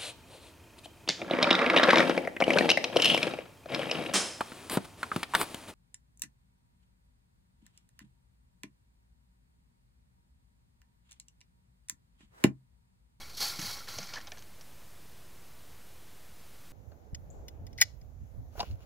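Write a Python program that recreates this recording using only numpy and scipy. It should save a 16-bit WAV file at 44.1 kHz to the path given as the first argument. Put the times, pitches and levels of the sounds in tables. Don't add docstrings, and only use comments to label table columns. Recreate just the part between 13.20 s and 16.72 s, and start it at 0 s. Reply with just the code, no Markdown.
import sys
import numpy as np
from scipy import signal
from scipy.fft import rfft, irfft
from scipy.io import wavfile

SR = 44100
rng = np.random.default_rng(int(sys.argv[2]) if len(sys.argv) > 2 else 0)


def master_out(mix):
    frames = np.transpose(np.atleast_2d(mix))
    ceiling = np.clip(frames, -1, 1)
    pcm = np.round(ceiling * 32767).astype(np.int16)
    wavfile.write(sys.argv[1], SR, pcm)


def ratio(d):
    e = np.asarray(d, float) / 20
    return 10 ** e


N = 155232


def rms_one(x):
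    return x / np.sqrt(np.mean(x ** 2) + 1e-20)


def at_hz(points, hz):
    table_hz, table_db = np.array(points).T
    return np.interp(np.log(hz), np.log(table_hz), table_db)


def colour(x, points):
    hz = np.maximum(np.fft.rfftfreq(len(x), 1 / SR), 1)
    return irfft(rfft(x) * ratio(at_hz(points, hz)), len(x))


def drift(rate_hz):
    r = np.exp(-2 * np.pi * rate_hz / SR)
    settle = 8000
    noise = rng.standard_normal(N + settle)
    return rms_one(signal.lfilter([1], [1, -2 * r, r * r], noise)[settle:])


def ring(x, hz, t60_s):
    r = ratio(-60 / (t60_s * SR))
    w = 2 * np.pi * hz / SR
    return signal.lfilter([0, np.sin(w)], [1, -2 * r * np.cos(w), r * r], x + 1e-18)


def swell(rows):
    rise_s = 0.006
    t = np.arange(N) / SR
    power = 1e-12
    for start_s, db, hold_s, t60_s in rows:
        rise = np.clip((t - start_s) / rise_s, 0, 1)
        dying_s = np.clip(t - start_s - rise_s - hold_s, 0, 2)
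        power = power + (rise * ratio(db - 60 * dying_s / t60_s)) ** 2
    return np.sqrt(power)


def contacts():
    contacts_per_s, spread_db = 9000, 2.5
    clump_db, clumps_per_s = 1.3, 70
    uneven_db = spread_db * np.minimum(rng.exponential(1, N), 4)
    sizes = ratio(uneven_db + clump_db * drift(clumps_per_s))
    return sizes * rng.choice([-1, 1], N) * (rng.random(N) < contacts_per_s / SR)


def rung(clicks, level, modes):
    dealt = rng.integers(0, 3 * len(modes), N)
    both = np.array([clicks, clicks * level])
    total = 0
    for k, (hz, width_hz, db) in enumerate(modes):
        t60_s = min(0.096, 1.8 / width_hz)
        total = total + ratio(db) * np.sqrt(width_hz) * ring(both * (dealt == k), hz, t60_s)
    steady, shaken = total
    return shaken / np.sqrt(np.mean(steady ** 2))


WIRE_DB = -5.5
LUNGE_STARTS = [-.004, .092, .129, .167, .2, .387, .409, .678, .74, .826, .888, .94, 1.004, 1.17]
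# (level [dB], hold [s], t60 [s], sheen [dB])
LUNGES = [(-48, 0.015, 0.78, -11), (-49, 0.0086, 0.14, -10), (-48, 0.031, 0.43, -13),
          (-37.5, 0.0075, 0.29, -10), (-30.5, 0.021, 0.69, -8.5), (-40, 0.0078, 0.29, -8),
          (-37.5, 0.083, 0.61, -9), (-42.5, 0.036, 0.81, -11.5), (-45.5, 0.043, .6, -11),
          (-51, 0.017, .6, -14), (-52, .02, 0.86, -23), (-44.5, 0.017, 0.13, -25),
          (-54, 0.0056, 0.043, -22), (-56.5, 0.014, 0.11, -15)]
# (frequency [Hz], density [dB/Hz])
MESH_RUSH = [(1590, -36), (2700, -10), (3220, -1.5), (3710, -3), (4000, 6), (4470, 7), (5060, 4),
             (6400, -0.5), (8500, -23.5), (11000, -13), (18700, -120)]
# (frequency [Hz], density [dB/Hz])
WIRE_SHEEN = [(4410, -32), (7500, -3.5), (8970, -9), (10300, -4.5), (11800, -1.5), (12800, -8),
              (14400, -1.5), (15200, -8), (15700, -5.5)]
# (frequency [Hz], width [Hz], level [dB])
FRAME_MODES = [(3264, 90, -3), (3810, 52, -10), (4030, 16, -3), (4280, 34, -2), (4575, 30, 1),
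               (4440, 20, 0), (4390, 13, -3), (4770, 120, -3), (3660, 24, -9), (5660, 24, -4),
               (5380, 25, -2), (5740, 22, -3), (6430, 30, -5.5), (7330, 79, -11)]


def mesh():
    shakes, sheens = [], []
    for start_s, (db, hold_s, t60_s, sheen_db) in zip(LUNGE_STARTS, LUNGES):
        shakes.append((start_s, db, hold_s, t60_s))
        sheens.append((start_s, db + sheen_db, hold_s, t60_s))
    level = swell(shakes)
    clicks = contacts()
    rush = ratio(WIRE_DB) * level * rms_one(colour(clicks, MESH_RUSH))
    sheen = swell(sheens) * rms_one(colour(clicks, WIRE_SHEEN))
    frame = ratio(-7.5) * rung(clicks, level, FRAME_MODES)
    return rush + sheen + frame


# (time [s], level [dB], hold [s], t60 [s])
PANEL_SHAKES = [
    (0.0, -49.5, 0.009, 0.61),
    (.171, -49.5, 0.026, .3),
    (.197, -40.5, 0.043, 1),
    (.388, -44.5, 0.1, 0.74),
    (.674, -48, 0.13, 0.92),
    (.8, -54, 0.035, 0.45),
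    (.888, -52.5, 0.047, .3),
    (.94, -54, 0.04, 0.2),
    (1.0, -57, .02, 0.78),
    (1.14, -60, 0.025, 0.18),
]
# (frequency [Hz], density [dB/Hz])
PANEL_RUSH = [(300, -3), (500, -3.5), (900, -8), (1400, -0.5), (2200, 2), (2700, -3), (3500, -14.5)]
# (frequency [Hz], width [Hz], level [dB])
PANEL_MODES = [(823, 31, -3), (1090, 76, -2), (1390, 53, 1.5), (1740, 81, -7), (2250, 58, 1.5)]


def panels():
    level = swell(PANEL_SHAKES)
    clicks = contacts()
    rush = ratio(WIRE_DB) * level * rms_one(colour(clicks, PANEL_RUSH))
    return rush + ratio(-5.5) * rung(clicks, level, PANEL_MODES)


# (time [s], peak [dB], tilt [dB/octave], t60 [s])
KNOCKS = [(0.2146, -17.5, 8, 0.018), (0.225, -19, 11.5, 0.02), (0.258, -25, 2, 0.02),
          (0.264, -24, 6, 0.015), (0.299, -20, 3, 0.013), (0.388, -27, 9, 0.03), (0.392, -25.5, 11, 0.04),
          (0.414, -27.5, 10.5, 0.066), (0.424, -29, 4, 0.033), (0.446, -36, 8, 0.02),
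          (0.477, -33, 9, 0.033), (0.493, -28, 4, 0.02), (0.502, -25, 5, 0.02), (0.673, -31, 7, 0.022),
          (0.6806, -26.5, 5.5, 0.019), (0.714, -35, 6, 0.012), (0.741, -33, 3, 0.023),
          (0.763, -37, 5, 0.012), (0.785, -23, 10.5, 0.037), (0.827, -30, 16, 0.015),
          (0.83, -27, 11.5, 0.03), (0.836, -34, 9, 0.034), (0.871, -35, 14.5, 0.034), (0.89, -32, 2, 0.028),
          (0.936, -21.5, 6.5, 0.042), (0.943, -31, 4, 0.078), (0.957, -22, 5, 0.026),
          (0.972, -26, 2, 0.017), (0.982, -26.5, -1, 0.029), (0.986, -36, -4, 0.024), (1.004, -35, 6, 0.03),
          (1.012, -33.5, 6, 0.028), (1.02, -39, 4, 0.02), (1.0708, -26, 6, 0.022), (1.076, -30.5, 2, 0.027),
          (1.08, -36, -1, 0.04), (1.1186, -24.5, 7.5, 0.021), (1.172, -34, 1, 0.025),
          (1.181, -34.5, 5, 0.024), (1.191, -37, 8, 0.015), (1.223, -37, 9, 0.023), (1.41, -32.5, 11, 0.02),
          (1.412, -41, 0, 0.025), (0.096, -37, 0, 0.03), (0.133, -40, 2, 0.036), (0.171, -33, 3, 0.023),
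          (0.178, -27.5, 2, 0.012), (0.219, -33, 10, 0.013), (0.252, -21, 10, 0.02)]
# (frequency [Hz], density [dB/Hz])
CRACK = [(240, 18), (400, -39), (687, -4), (2400, -6), (2730, -21), (4430, -1), (6600, -12), (7940, -28),
         (12000, -14), (15600, -54), (22000, -120)]
# (frequency [Hz], width [Hz], level [dB])
DOOR_MODES = [(740, 450, -1), (1070, 67, -8), (1770, 130, -3.5), (2490, 89, -6), (3030, 130, -10),
              (3320, 130, -6), (3770, 170, -10.5), (4370, 120, -13), (5230, 40, -6.5), (5770, 54, -6),
              (6150, 86, -13), (6370, 140, -6.5), (7100, 300, -26)]


def knocks():
    knock_db, crack_db, door_db, mode_spread_db = -4.5, -13.5, -15, 2.5
    rise_s, low_lag_s = 0.0005, 0.0015
    length = 4096
    out = np.zeros(N + length)
    t = np.arange(length) / SR
    for start_s, db, tilt_db, t60_s in KNOCKS:
        noise = rng.standard_normal(length)
        tilted = [(hz, level + tilt_db * np.log2(hz / 3000)) for hz, level in CRACK]
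        crack_shape = np.minimum(t / rise_s, 1) * ratio(-60 * t / t60_s)
        hit = ratio(crack_db) * rms_one(colour(noise, tilted)) * crack_shape
        for hz, width_hz, mode_db in DOOR_MODES:
            slowness = (3000 / hz) ** 0.5
            u = np.maximum(t - low_lag_s * (slowness - 0.5), 0)
            shape = np.minimum(u / rise_s / slowness, 1) * ratio(-60 * u / (t60_s * slowness))
            luck_db = mode_spread_db * rng.standard_normal()
            level = ratio(door_db + mode_db + tilt_db * np.log2(hz / 3000) + luck_db)
            hit += level * shape * rms_one(ring(noise, hz, 1.26 / width_hz))
        i = int(start_s * SR)
        out[i:i + length] += ratio(db + knock_db) * hit
    band = signal.butter(4, (560, 7500), "band", fs=SR, output="sos")
    return signal.sosfilt(band, out[:N])


# (time [s], rms [dB], pitch [Hz], hold [s])
PINGS = [(0.015, -53.5, 3310, 0.014), (.21, -50.5, 798, 0.042), (.209, -36.5, 4400, 0.031),
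         (0.244, -39.5, 4575, 0.017), (0.495, -47, 960, 0.005), (0.495, -46, 1380, 0.006),
         (0.605, -51, 1370, 0.011), (0.672, -53, 1870, .003), (0.679, -57, 1600, 0.0028),
         (0.784, -44, 650, 0.0027), (0.887, -55, 1870, 0.013), (0.958, -55, 1700, 0.001),
         (0.964, -41, 1747, 0.012), (0.973, -50.5, 997, 0.0045), (1, -54, 1810, 0.008),
         (1.117, -48, 2380, 0.001), (1.118, -48.5, 1790, 0.002), (1.12, -49, 748, 0.0028),
         (1.41, -54, 5460, 0.0026), (1.074, -53, 3850, 0.0022), (0.937, -43, 4400, .002),
         (0.933, -46, 2400, .002), (0.497, -53, 770, 0.0018)]


def pings():
    rise_s, t60_s, relative_width = 0.0023, 0.048, 0.05
    length, settle = 4096, 1000
    out = np.zeros(N + length)
    t = np.arange(length) / SR
    for start_s, db, hz, hold_s in PINGS:
        noise = rng.standard_normal(length + settle)
        note = signal.hilbert(ring(noise, hz, 2.2 / (relative_width * hz)))[settle:]
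        note = rms_one(note.real / np.sqrt(abs(note)))
        dying_s = np.maximum(t - rise_s - hold_s, 0)
        shape = np.minimum(t / rise_s, 1) * ratio(db - 60 * dying_s / t60_s)
        i = int(start_s * SR)
        out[i:i + length] += note * shape
    return out[:N]


# (time [s], peak [dB], pitch [Hz], t60 [s])
THUDS = [(0.39, -32.5, 168, 0.042), (.388, -45.5, 305, 0.11), (0.425, -34.5, 156, 0.033),
         (.44, -46.5, 203, 0.071), (0.471, -48, 109, 0.1), (0.767, -41.5, 106, 0.058),
         (0.775, -46, 110, 0.025), (0.786, -42.5, 474, 0.04), (0.787, -45, 228, 0.047),
         (0.798, -43.5, 157, 0.079), (0.822, -47, 193, 0.049), (0.835, -49, 91, 0.06),
         (0.977, -47, 520, .04), (0.936, -51, 524, .04), (0.981, -45.5, 246, 0.032)]


def thuds():
    length = 8192
    out = np.zeros(N + length)
    t = np.arange(length) / SR
    rise = np.minimum(t / 0.0065, 1)
    for start_s, db, hz, t60_s in THUDS:
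        i = int(start_s * SR)
        out[i:i + length] += ratio(db - 60 * t / t60_s) * rise * 2 * np.sin(2 * np.pi * hz * t)
    return out[:N]


# (frequency [Hz], density [dB/Hz])
HISS = [(14, -60), (24, 4.5), (32, -18), (54, -1), (116, -3), (247, -12), (361, -12.5), (7500, -23.5),
        (13000, -23.5), (15600, -24.5)]


def hiss():
    hiss_db, flicker_db = -55.5, 0.15
    return ratio(hiss_db + flicker_db * drift(3.7)) * rms_one(colour(rng.standard_normal(N), HISS))


def scene():
    mono = mesh() + panels() + knocks() + pings() + thuds() + hiss()
    return np.tile(mono, (2, 1))


# (centre time [s], low edge [Hz], high edge [Hz])
WIDE_BANDS = [(.048, 12250, 13750), (.466, 7500, 9000), (.582, 10300, 13900), (.814, 9650, 11800),
              (1.325, 12400, 13750), (1.372, 5150, 6400), (1.372, 11600, 13750), (1.673, 4500, 5800),
              (1.79, 13750, 15200), (1.952, 10300, 12400), (1.952, 13100, 15200), (2.068, 11600, 13100),
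              (2.184, 4500, 5800), (2.184, 8800, 11800), (2.184, 13750, 15800), (2.231, 4500, 5800),
              (2.3, 7500, 10300), (3.16, 7500, 9650), (3.16, 11600, 13100), (3.206, 5150, 6900),
              (3.276, 9650, 11100), (3.322, 7500, 9000)]


def widen_bands(x):
    out = x.copy()
    hz = np.fft.rfftfreq(2048, 1 / SR)
    window = np.sin(np.pi / 2 * np.hanning(2048))
    for centre_s, low_hz, high_hz in WIDE_BANDS:
        centre = int(centre_s * SR)
        i = slice(centre - 1024, centre + 1024)
        inside = (hz > low_hz) * (hz < high_hz)
        band = irfft(rfft(x[0, i] * window) * inside) * window
        other = irfft(rfft(rng.standard_normal(2048) * window) * inside) * window
        side = rms_one(other) * np.sqrt(0.5 * np.mean(band ** 2))
        out[:, i] += (np.sqrt(0.5) - 1) * band + side * np.array([[1], [-1]])
    return out


def top_cut(x):
    return signal.sosfilt(signal.butter(12, 16290, fs=SR, output="sos"), x)


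def record(dry):
    lowpass = signal.ellip(12, 0.1, 70, 15660, fs=SR, output="sos")
    cut = signal.sosfilt(lowpass, dry)
    mix = widen_bands(cut) + 0.0046
    return top_cut(mix)


dry = scene()
out = record(dry)
master_out(out)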